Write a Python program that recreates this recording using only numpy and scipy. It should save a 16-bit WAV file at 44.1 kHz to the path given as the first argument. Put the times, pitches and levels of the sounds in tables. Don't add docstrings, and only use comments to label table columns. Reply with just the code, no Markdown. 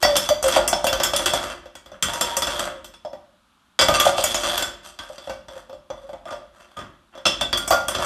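import sys
import numpy as np
from scipy import signal
from scipy.fft import rfft, irfft, next_fast_len
from scipy.io import wavfile
from scipy.ndimage import uniform_filter1d, minimum_filter1d, map_coordinates

SR = 44100
rng = np.random.default_rng(int(sys.argv[2]) if len(sys.argv) > 2 else 0)


def persist_wave(psi):
    counts = np.round(np.clip(psi, -1, 1) * 32767).astype(np.int16)
    wavfile.write(sys.argv[1], SR, np.atleast_2d(counts).T)


N = 355005


def amp(db):
    return 10 ** (np.asarray(db) / 20)


def unit(x):
    return x / np.sqrt(np.mean(x ** 2) + 1e-20)


def along(points, hz):
    f, value = np.transpose(points)
    return np.interp(np.log(hz + 1), np.log(f), value)


def band(x, lo_hz, hi_hz, order=3):
    edges = [lo_hz, min(hi_hz, SR / 2 - 100)]
    return signal.sosfilt(signal.butter(order, edges, "band", fs=SR, output="sos"), x)


def add(track, s, sound):
    start = max(round(s * SR), 0)
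    part = track[start:start + len(sound)]
    part += sound[:len(part)]


def strike(x, size=350):
    loudest = uniform_filter1d(x ** 2, size, axis=-1).max(axis=-1, keepdims=True)
    return x / np.sqrt(loudest + 1e-20)


def wobble(rate):
    knots = rng.standard_normal(int(N * rate / SR) + 4)
    return map_coordinates(knots, [np.arange(N) * rate / SR])


def stroke(start, length, attack, t60):
    t = np.arange(N) / SR - start
    return np.clip(t / attack, 0, 1) * amp(-60 * np.clip((t - length) / t60, 0, 2))


# frequency in Hz, relative level in dB.
AIR_COLOUR = [(20, -19), (45, -5), (80, 0), (120, -14), (210, -1), (450, -19), (1300, -5), (2000, -19),
              (3400, -13.5), (5000, -23), (12000, -28.5), (15000, -49)]


def hush(level_db=-62):
    hz = np.fft.rfftfreq(N, 1 / SR)
    spectrum = rfft(rng.standard_normal(N)) * amp(along(AIR_COLOUR, hz))
    return amp(level_db) * unit(irfft(spectrum, N))


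# frequency in Hz, t60 in seconds.
ROOM_DECAY = [(80, 1), (260, 0.84), (700, 0.48), (1800, 0.56), (5000, 0.44), (13000, 0.29)]


def room_tails(count, size=17000):
    hz, t, z = signal.stft(rng.standard_normal((count, size)), SR, nperseg=256)
    decay = amp(-60 * t / along(ROOM_DECAY, hz)[:, None])
    tails = signal.istft(z * decay, SR, nperseg=256)[1]
    tails *= 1 - np.exp(-np.arange(tails.shape[1]) / SR / 0.0034)
    return tails / np.linalg.norm(tails, axis=1, keepdims=True)


# time in seconds, level in dB.
THUDS = [(1.919, -51.5), (2.025, -31.5), (3.791, -33.5), (3.885, -26.5), (4.063, -33.5), (6.773, -41),
         (7.952, -33.5)]


def counter(t60=0.44, attack_s=.003, lo_hz=45, hi_hz=260):
    t, track = np.arange(SR // 2) / SR, np.zeros(N)
    for s, db in THUDS:
        push = rng.standard_normal(len(t)) * amp(-60 * t / t60) * (1 - np.exp(-t / attack_s))
        add(track, s, amp(db) * strike(band(push, lo_hz, hi_hz, order=2)))
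    return track


# pitch in Hz, relative level in dB, t60 in seconds.
BASIN_TONES = [(1410, 7, 0.39), (1170, -1.5, 0.53)]
# time in seconds, level in dB.
BASIN_RINGS = [(0.561, -33.5), (7.574, -36.5), (7.724, -23.5)]


def basin():
    t, track = np.arange(SR) / SR, np.zeros(N)
    ring = sum(amp(db - 60 * t / t60) * np.sin(2 * np.pi * hz * t) for hz, db, t60 in BASIN_TONES)
    for s, db in BASIN_RINGS:
        add(track, s, amp(db) * ring * (1 - np.exp(-t / 0.0012)))
    return track


# frequency in Hz, width in Hz, relative level in dB.
CUP_MODES = [(351.2, 33, -7), (539, 25, 1), (594, 26, 3), (686, 39, -1.5), (789, 2.8, -10.5), (943, 27, -7),
             (1186, 68, -2.5), (1290, 30, -9), (1395, 23, -13), (1523, 6.1, -3), (1919, 13, -8),
             (2020, 12, -8.5), (2270, 5.1, -7.5), (2719, 90, -5.5), (3164, 70, -0.5), (3342, 79, 5),
             (3441, 28, 7.5), (4648, 110, -5), (4820, 36, -7), (5030, 23, -11), (5324, 14, 0),
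             (5990, 150, -4), (6814, 69, -6.5), (7440, 26, -13.5), (7450, 80, -5), (8050, 95, -5.5),
             (8705, 62, -6.5), (9360, 220, -10.5), (11400, 600, -16), (13300, 1800, -19.5)]
# frequency in Hz, relative level in dB.
SHELL_MODES = [(25, -49), (45, 4), (120, -9), (300, -4), (430, -12), (600, -13.5), (1400, -3.5),
               (2300, -15.5), (4100, -9.5), (8000, -17), (10300, -24), (13500, -50.5), (14200, -43.5),
               (16500, -64.5)]


def cup_response(count, vary_db=4.5, size=8192):
    hz = np.fft.rfftfreq(size, 1 / SR)
    f, width, db = np.transpose(CUP_MODES)[:, :, None]
    modes = amp(db) ** 2 / (1 + ((hz ** 2 - f ** 2) / (hz * width + 1)) ** 2)
    favour = amp(vary_db * rng.standard_normal((count, len(CUP_MODES)))) ** 2
    power = amp(along(SHELL_MODES, hz)) ** 2 + favour @ modes
    cepstrum = irfft(np.log(power) / 2)
    cepstrum[:, 1:size // 2] *= 2
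    cepstrum[:, size // 2 + 1:] = 0
    return irfft(np.exp(rfft(cepstrum)))[:, :size // 2]


def cup_ring(t, count, vary_db=6, split=0.0028):
    hz, width, db = np.tile(np.transpose(CUP_MODES), 2)
    hz = hz * (1 + split * np.repeat([-1, 1], len(CUP_MODES)))
    t60 = np.minimum(18 / np.abs(width), .33) / (1 + (hz / 9000) ** 4)
    modes = np.sin(2 * np.pi * hz[:, None] * t) * amp(-60 * t / t60[:, None])
    modes *= 1 - np.exp(-t / 0.00079)
    gains = amp(db + vary_db * rng.standard_normal((count, len(hz))))
    ring = (gains * rng.choice([-1, 1], gains.shape)) @ modes
    return ring / np.linalg.norm(ring, axis=1, keepdims=True)


FLIGHT_S, FLIGHT_DB = .03, -5


def grounded():
    t, hits = np.arange(N) / SR, np.append(np.transpose(BOUNCES)[0], np.inf)
    until_hit = hits[np.searchsorted(hits, t)] - t
    return amp(FLIGHT_DB * np.clip(2 - 2 * until_hit / FLIGHT_S, 0, 1))


TAP_SPREAD_DB, TAPS_PER_S = 5, 600
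ROLL_ATTACK_S, ROLL_T60 = 0.018, 0.19
HUM_HZ = 356.8
# start in seconds, length in seconds, low rattle in dB, bright scrape in dB.
ROLLS = [(0, 0.042, -34.5, -33), (0.077, 0.19, -43, -37), (0.452, 0.11, -24, -25.5), (.58, 0.68, -52, -61),
         (0.855, 0.65, -33.5, -40), (1.201, 0.23, -30.5, -33), (1.879, .07, -48.5, -67),
         (2.057, 0.48, -33.5, -35.5), (2.408, .23, -32.5, -33), (2.652, 0.03, -32.5, -54),
         (3.932, 0.15, -26, -25), (4.155, 0.44, -35, -30), (4.388, 0.23, -30, -31),
         (4.825, 0.075, -47, -45), (5.0, 0.33, -51.5, -52.5), (5.487, 0.094, -47, -52),
         (5.903, 0.2, -59.5, -62.5), (6.26, 0.08, -41, -51), (6.523, 0.25, -55, -62),
         (6.769, .045, -38, -56.5), (7.121, .1, -48.5, -68.5), (7.545, 0.23, -44.5, -47),
         (7.903, .16, -28.5, -33.5)]


def rolling(rumble_db=-15, turns_per_s=4.1, rub=0.06, surge_db=2.5, surges_per_s=35,
            hum_db=-11, hum_waver_hz=8):
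    t = np.arange(N) / SR
    tap_gain = amp(TAP_SPREAD_DB * np.clip(rng.standard_normal(N), -2, 2))
    taps = (rng.random(N) < TAPS_PER_S / SR) * tap_gain * rng.choice([-1, 1], N)
    contact = (taps + rub * rng.standard_normal(N)) * amp(surge_db * wobble(surges_per_s))

    sides = cup_response(count=5, vary_db=4.5)
    side_turn = np.arange(len(sides))[:, None] / len(sides)
    facing = np.maximum(0, np.cos(2 * np.pi * (turns_per_s * t + side_turn))) ** 2
    wall = signal.fftconvolve(facing * contact * grounded(), sides, axes=1).sum(axis=0)[:N]

    hum_cycles = np.cumsum(HUM_HZ + hum_waver_hz * wobble(30)) / SR
    hum = amp(hum_db) * np.sin(2 * np.pi * hum_cycles)
    rumble = amp(rumble_db) * unit(band(wall, 25, 520))
    rattle = unit(band(wall, 540, 2210)) + rumble + hum
    scrape = unit(band(wall, 2120, 13000))

    moving = np.array([stroke(s, length, ROLL_ATTACK_S, ROLL_T60) for s, length, _, _ in ROLLS])
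    _, _, rattle_db, scrape_db = np.transpose(ROLLS)[:, :, None]
    rattle_gain = (amp(rattle_db) * moving).max(axis=0)
    scrape_gain = (amp(scrape_db) * moving).max(axis=0)
    return rattle_gain * rattle + scrape_gain * scrape


# start in seconds, length in seconds, central pitch in Hz, level in dB.
SKIDS = [(0.047, 0.088, 584.7, -17.5), (0.304, 0.023, 605, -9.5), (0.432, .04, 532.7, -15),
         (2.021, .33, 938, -32), (2.697, 0.076, 542, -39), (3.88, 0.039, 1219, -20.5),
         (3.933, .1, 1196, -18.5), (4.117, 0.051, 1184, -29.5), (4.58, 0.077, 1514, -30),
         (4.993, .05, 1560, -43), (5.485, 0.062, 537, -42), (6.029, 0.039, 545, -36.5),
         (6.256, 0.077, 1200, -38), (6.764, 0.031, 1240, -30.5)]


def skids(waver=.018, overtone_db=-24, swell=0.31, fade=3.0, judder_db=1.5, judder_per_s=70):
    t, track = np.arange(N) / SR, np.zeros(N)
    drift = np.cumsum(waver * wobble(150)) / SR
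    for s, length, hz, db in SKIDS:
        phase = 2 * np.pi * hz * (t + drift)
        tone = np.sin(phase) + amp(overtone_db) * np.sin(2 * phase)
        track += amp(db) * stroke(s, length, swell * length, fade * length) * tone
    return track * amp(judder_db * wobble(judder_per_s))


# time in seconds, central pitch in Hz, level in dB.
WALL_NOTES = [(.03, 1937, -17), (.03, 4620, -16.5), (.03, 5400, -19), (.29, 4660, -23.5),
              (3.049, 5260, -49.5), (7.254, 2706, -18), (7.254, 5260, -18.5), (7.411, 3460, -20),
              (7.529, 3400, -13.5), (7.707, 1186, -14), (7.707, 4680, -21)]


def wall_notes(t60=.23, attack_s=0.0013, waver_hz=70, rough_db=3):
    t, track = np.arange(SR // 2) / SR, np.zeros(N)
    drift = np.cumsum(waver_hz * wobble(200)) / SR
    sway_db = rough_db * wobble(120)
    for s, hz, db in WALL_NOTES:
        part = rng.integers(N - len(t)) + np.arange(len(t))
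        envelope = amp(db + sway_db[part] - 60 * t / t60) * (1 - np.exp(-t / attack_s))
        add(track, s, envelope * np.sin(2 * np.pi * (hz * t + drift[part])))
    return track


NUDGE_CLICK_DB = -8
NUDGE_WALL_DB = -0.5
WALL_FOLLOWS, THUMP_FOLLOWS = 0.24, 0.4
THUMP_GROWS = 0.86
SWOOP, SWOOP_S = 0.59, 0.0035
NUDGE_SWOOP = .2
POP_DB, POP_T60 = 4, 0.062
# time in seconds, relative clack level in dB,
# hollow in dB over the clack, click in dB over the clack (both before the layer trims), hollow pitch in Hz.
BOUNCES = [(0.0278, -21.5, 4.5, 1.5, 577), (0.0494, -21.5, 8, -14, 564), (0.1554, -20.5, -7, -10, 589.4),
           (0.166, -19, -20, 4, 590), (0.2892, -21.5, 0.5, -1, 614), (0.4269, -30, 2.5, 9.5, 526),
           (0.4404, -26.5, 1.5, 0, 545), (0.4794, -30.5, -5.5, 7.5, 503), (0.5222, -22, -21.5, -8, 533),
           (0.5626, -25.5, 15, -2.5, 602), (0.6776, -23.5, -14.5, 9.5, 572),
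           (0.7287, -23.5, 7.5, -19, 594.5), (0.8425, -26, 8.5, 1, 526), (0.8674, -22.5, -2.5, 0.5, 560),
           (0.9288, -21.5, 0.5, -3.5, 544), (1.0001, -25.5, 4, -6, 552), (1.034, -18, -28.5, 2.5, 549),
           (1.0494, -23.5, -5.5, -18, 511), (1.1343, -24, 3, -7, 550), (1.1628, -20.5, -34, 3, 520),
           (1.1922, -28, 1, -10, 531), (1.2595, -17.5, -9, -2, 552), (1.3349, -25.5, 5.5, 2.5, 551),
           (1.7529, -40.5, -5, -1.5, 592), (2.0248, -17, -20.5, -0.5, 527), (2.134, -31.5, -3, 2.5, 595),
           (2.2104, -23.5, -0.5, 6.5, 503), (2.3675, -25, -2.5, 8, 550), (2.4209, -22, -11, -3.5, 510),
           (2.4698, -26.5, -2, -3, 560), (2.5935, -30, 2.5, 3.5, 527.5), (2.8444, -41, -11, 0.5, 566),
           (2.9382, -47, -8.5, -8.5, 632), (3.7903, -11.5, -9.5, -8, 588), (3.8114, -14.5, -4.5, -1, 570),
           (3.8846, -15.5, 2, -7.5, 588), (3.9993, -13, -21, -4, 560), (4.0537, -24, 2.5, 1.5, 564),
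           (4.0644, -31.5, 22, -3, 554), (4.1814, -27.5, 8, -14.5, 569), (4.2393, -24, 0, 10, 580),
           (4.3444, -24.5, 1.5, 3, 577), (4.4333, -26, -3, -5.5, 547), (4.577, -24.5, -14, 1, 536),
           (4.6239, -24.5, -9.5, 0.5, 560), (4.9891, -33.5, -7, -10, 530), (7.2539, -18.5, -6, -15, 595),
           (7.2644, -19, -7.5, -4, 565), (7.4106, -24.5, -1, -4, 586), (7.5285, -21, -6.5, -8.5, 573),
           (7.5744, -27.5, -16, 4.5, 630), (7.6774, -30.5, 0.5, 9.5, 614), (7.7064, -22, 12, 4, 595),
           (7.7233, -29.5, 12, -2, 577), (7.7434, -40.5, 20.5, 8, 576), (7.883, -21.5, -8, 1, 572),
           (7.9497, -27.5, -9.5, -12.5, 591), (7.9843, -34.5, 10, -4, 554)]
# time in seconds, relative clack level in dB,
# hollow in dB over the clack (before the layer trims), hollow pitch in Hz.
NUDGES = [(1.6571, -51, 10.5, 516), (1.8594, -47, -1.5, 565), (1.917, -50, 9.5, 585),
          (3.049, -50.5, 22.5, 595), (3.1315, -50, 18, 542), (5.0991, -66, 32, 526),
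          (5.181, -40.5, -1, 555), (5.2732, -45, 12.5, 548), (5.2959, -39.5, 15, 527),
          (5.4833, -44, 5, 580), (5.5638, -54, 18.5, 520), (5.6951, -52.5, 15, 517), (5.7289, -51, 14, 533),
          (5.902, -43, 18, 518), (6.0918, -53.5, 20.5, 572), (6.131, -48, 14.5, 531),
          (6.2547, -46.5, 11.5, 622), (6.3072, -42.5, 9, 575), (6.3264, -46, 17.5, 583),
          (6.769, -40, 0.5, 543), (6.7891, -41.5, 1, 565), (7.1521, -51, 10.5, 554), (7.176, -48, 9.5, 536)]


def knocks(bowl_t60=0.15, snap_t60=0.015, snap=1.49, wet_db=-6, hollow_t60=0.16, hollow_wet_db=-6,
           clack_db=2.5, low_wall_db=0.5, click_db=-1.5, thump_db=-11, hollow_db=-1.5, dull_db=-3.0,
           ring_db=-6):
    contacts = [(*row, 0, SWOOP) for row in BOUNCES]
    contacts += [(s, db, hollow, NUDGE_CLICK_DB, hz, NUDGE_WALL_DB, NUDGE_SWOOP)
                 for s, db, hollow, hz in NUDGES]
    s, db, hollow, click, pitch, flex, swoop = np.transpose(contacts)[:, :, None]
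    low_wall = flex + WALL_FOLLOWS * hollow
    thump = THUMP_FOLLOWS * hollow + (THUMP_GROWS - 1) * db

    tails = room_tails(count=len(s))
    t = np.arange(tails.shape[1]) / SR
    scatter = amp(-60 * t / bowl_t60) + snap * amp(-60 * t / snap_t60)
    crack = rng.standard_normal(tails.shape) * scatter
    crack /= np.linalg.norm(crack, axis=1, keepdims=True)
    hit = crack + amp(wet_db) * tails
    wall = signal.fftconvolve(hit, cup_response(count=len(s)), axes=1)[:, :len(t)]
    wall += amp(ring_db) * np.linalg.norm(wall, axis=1, keepdims=True) * cup_ring(t, count=len(s))

    blows = amp(clack_db) * strike(band(wall, 2555, 5865))
    blows += amp(click + click_db) * strike(band(wall, 6130, 25000))
    blows += amp(low_wall + low_wall_db) * strike(band(wall, 950, 2670))
    blows += amp(hollow + dull_db) * strike(band(wall, 534, 861))
    blows += amp(thump + thump_db) * strike(band(wall, 34, 460))

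    cycles = pitch * (t + swoop * SWOOP_S * (1 - np.exp(-t / SWOOP_S)))
    air_push = amp(-60 * t / hollow_t60) + amp(POP_DB - 60 * t / POP_T60)
    tock = np.sin(2 * np.pi * cycles) * air_push * (1 - np.exp(-t / 0.00063))
    echo = signal.fftconvolve(tock, tails, axes=1)[:, :len(t)]
    echo *= np.linalg.norm(tock, axis=1, keepdims=True) / np.linalg.norm(echo, axis=1, keepdims=True)
    blows += amp(hollow + hollow_db) * strike(tock + amp(hollow_wet_db) * echo)

    track = np.zeros(N)
    for at, blow in zip(s[:, 0], amp(db) * blows):
        add(track, at, blow)
    return track


def scene(roll_wet_db=-6, skid_wet_db=-13):
    roll = rolling()
    tones = skids() + wall_notes() + basin()
    to_room = amp(roll_wet_db) * roll + amp(skid_wet_db) * tones
    echo = signal.fftconvolve(to_room, room_tails(count=1)[0])[:N]
    mono = knocks() + counter() + roll + tones + echo + hush()
    return np.array([mono, mono])


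CEILING = .72
TOP_HZ = 16000


def record(dry, size=220, rolloff_hz=14300):
    need = np.minimum(1, CEILING / (np.abs(dry).max(axis=0) + 1e-9))
    held = dry * uniform_filter1d(minimum_filter1d(need, size), size)
    m = next_fast_len(N + SR // 2)
    hz = np.fft.rfftfreq(m, 1 / SR)
    treble = (hz < TOP_HZ) / np.hypot(1, (hz / rolloff_hz) ** 20)
    return irfft(rfft(held, m) * treble, m)[:, :N]


dry = scene()
out = record(dry)
persist_wave(out)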